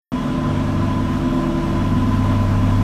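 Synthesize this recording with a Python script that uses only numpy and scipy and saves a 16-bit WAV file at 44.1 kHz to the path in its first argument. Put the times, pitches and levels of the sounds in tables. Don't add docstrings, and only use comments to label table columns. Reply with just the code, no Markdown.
import sys
import numpy as np
from scipy import signal
from scipy.fft import rfft, irfft, next_fast_len
from scipy.io import wavfile
from scipy.ndimage import uniform_filter1d, map_coordinates

SR = 44100
rng = np.random.default_rng(int(sys.argv[2]) if len(sys.argv) > 2 else 0)


def put_to_file(sound):
    columns = np.atleast_2d(sound).T
    safe = np.clip(columns, -1, 1)
    whole_steps = np.round(safe * 32767)
    wavfile.write(sys.argv[1], SR, whole_steps.astype(np.int16))


N = 124803

DRIVE_HZ, PUMP_HZ, MOTOR_HZ, MAINS_HZ = 24.78, 36.72, 334.35, 50


def roll_drive():
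    # time in seconds, level in dB.
    order_4 = [(0.13, -47), (0.22, -43), (0.57, -22), (0.6, -26), (0.87, -22), (1.44, -35), (1.52, -52),
               (1.66, -28), (1.83, -23), (2.35, -18.5), (2.8, -17.5)]
    order_6 = [(0.13, -35), (0.45, -25), (1.21, -31.5), (1.33, -27.5), (2.37, -30.5), (2.43, -42),
               (2.51, -27), (2.8, -34)]
    order_8 = [(.13, -30), (.5, -49), (.8, -27.5), (1.3, -31.5), (1.8, -28.5), (2.2, -27), (2.8, -30.5)]
    # order, level in dB.
    weak = [(2, -40.5), (7, -34.5), (10, -34.5)]
    return machine(DRIVE_HZ, {4: order_4, 6: order_6, 8: order_8}, weak)


def pump():
    # time in seconds, level in dB.
    order_1 = [(.13, -35.5), (1.2, -30), (2.1, -27), (2.8, -23.5)]
    order_7 = [(.13, -25.5), (.6, -29.5), (1, -27.5), (1.3, -22.5), (1.7, -31), (2.15, -23.5), (2.5, -31),
               (2.8, -24)]
    # order, level in dB.
    weak = [(2, -36), (6, -33.5)]
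    return machine(PUMP_HZ, {1: order_1, 7: order_7}, weak)


def motor():
    # time in seconds, level in dB.
    order_1 = [(.13, -46), (.4, -31.5), (.75, -33.5), (1, -35.5), (1.25, -29), (1.6, -25), (2, -37.5),
               (2.35, -37), (2.8, -44)]
    # order, level in dB.
    weak = [(2, -46), (5, -52.5), (20, -70)]
    return machine(MOTOR_HZ, {1: order_1}, weak)


def mains():
    # time in seconds, level in dB.
    order_12 = [(.13, -54), (.4, -35.5), (.75, -36.5), (1.1, -47.5), (1.4, -34), (1.8, -42), (2.1, -54),
                (2.35, -35), (2.8, -45.5)]
    # order, level in dB.
    weak = [(6, -39)]
    return machine(MAINS_HZ, {12: order_12}, weak)


def gear_whine():
    # time in seconds, level in dB.
    level = [(.13, -31), (.3, -35), (.4, -27.5), (.5, -35.5), (.8, -34.5), (1, -31), (1.17, -37.5),
             (1.42, -32.5), (1.65, -35), (1.85, -33.5), (2.03, -34), (2.3, -32), (2.8, -31.5)]
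    # frequency in Hz, dB relative to that level.
    lines = [(1006.6, -6.5), (1018.6, -9), (1040, -9)]
    beating = sum(machine(hz, {}, [(1, db)]) for hz, db in lines)
    flutter = amp(-4) * band(1009.4, width_hz=51)
    return amp(curve(level)) * (beating + flutter)


def motor_whistle(order=10, line_db=1.5):
    # time in seconds, level in dB.
    level = [(.13, -57.5), (.9, -57.5), (1.25, -56), (1.48, -64), (1.8, -55), (2.5, -63), (2.76, -53.5)]
    line = machine(MOTOR_HZ, {}, [(order, line_db)])
    return amp(curve(level)) * (line + band(order * MOTOR_HZ, width_hz=40))


def bearings():
    # centre in Hz, width in Hz, level in dB.
    bands = [(653, 77, -42), (1370, 190, -51.5), (2917, 150, -54), (5400, 630, -59)]
    return sum(amp(db) * band(hz, width_hz) for hz, width_hz, db in bands)


def far_machines():
    # frequency in Hz, level in dB.
    lines = [(238.4, -32), (444, -51), (454, -48.5), (580, -48.5), (5865, -77), (5928, -62)]
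    return sum(machine(hz, {}, [(1, db)]) for hz, db in lines)


def hall(air_db_per_s=0.34, hiss_db_per_s=2.4):
    # frequency in Hz, relative spectral density in dB.
    rumble_spectrum = [(20, -34), (35, -14), (60, -5), (90, -6.5), (135, -2), (200, -2.5), (255, 0),
                       (320, -8.5), (400, -19), (700, -20), (2000, -86)]
    air_spectrum = [(100, -1), (400, 1), (700, 0), (950, 2), (1350, -1), (1900, -7.5), (2700, -10),
                    (3500, -13.5), (4800, -21), (6000, -23.5), (10000, -30.5), (14000, -71)]
    hiss_spectrum = [(1000, -22), (4000, 4), (8000, -0.5), (10300, -6.5), (11500, -2.5), (14000, -4)]
    t = seconds()
    rumble = amp(-27 + 0.53 * wobble(11)) * rush(rumble_spectrum, patchy_db=1.9)
    air = amp(-32.5 + air_db_per_s * t + 0.56 * wobble(14)) * rush(air_spectrum, patchy_db=1.15)
    hiss = amp(-56 + hiss_db_per_s * t + 0.7 * wobble(12)) * rush(hiss_spectrum, patchy_db=1.5)
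    return rumble + air + hiss


def machine(hz, strong, weak, speed_drift=0.001158, fade_db=2):
    turns = np.cumsum(hz * (1 + speed_drift * wobble(5))) / SR
    swelling = sum(tone(order * turns, curve(level)) for order, level in strong.items())
    fading = sum(tone(round(order) * turns, db + fade_db * wobble(3.02)) for order, db in weak)
    return swelling + fading


def tone(turns, db):
    return np.sqrt(2) * amp(db) * np.sin(2 * np.pi * (turns + rng.random()))


def band(hz, width_hz):
    return unit(filtered(rng.standard_normal(N), lambda f: 1 / (1 + (2 * (f - hz) / width_hz) ** 4)))


def rush(spectrum, patchy_db):
    cells = signal.stft(rng.standard_normal(N), nperseg=512)[2]
    patches = uniform_filter1d(rng.standard_normal(cells.shape), size=6, axis=0)
    patches = uniform_filter1d(patches, size=10, axis=1)
    noise = signal.istft(cells * amp(patchy_db * unit(patches)), nperseg=512)[1][:N]
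    knots_hz, db = np.transpose(spectrum)
    return unit(filtered(noise, lambda hz: amp(np.interp(np.log(hz + 1), np.log(knots_hz), db))))


def filtered(x, response):
    size = next_fast_len(N + SR // 2)
    return irfft(rfft(x, size) * response(np.fft.rfftfreq(size, 1 / SR)), size)[:N]


def wobble(knots_per_s):
    return map_coordinates(rng.standard_normal(512), [seconds() * knots_per_s + 3], mode="wrap")


def curve(rows):
    return np.interp(seconds(), *np.transpose(rows))


def amp(db):
    return 10 ** (np.asarray(db) / 20)


def unit(x):
    return x / np.sqrt(np.mean(x ** 2) + 1e-20)


def seconds():
    return np.arange(N) / SR


def scene():
    hums = roll_drive() + pump() + motor() + mains() + far_machines()
    whines = gear_whine() + motor_whistle() + bearings()
    return (hums + whines + hall())[None]


def record(dry, start_s=0.119, top_hz=14100):
    return filtered(dry[0] * (seconds() >= start_s), lambda hz: hz < top_hz)[None]


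dry = scene()
out = record(dry)
put_to_file(out)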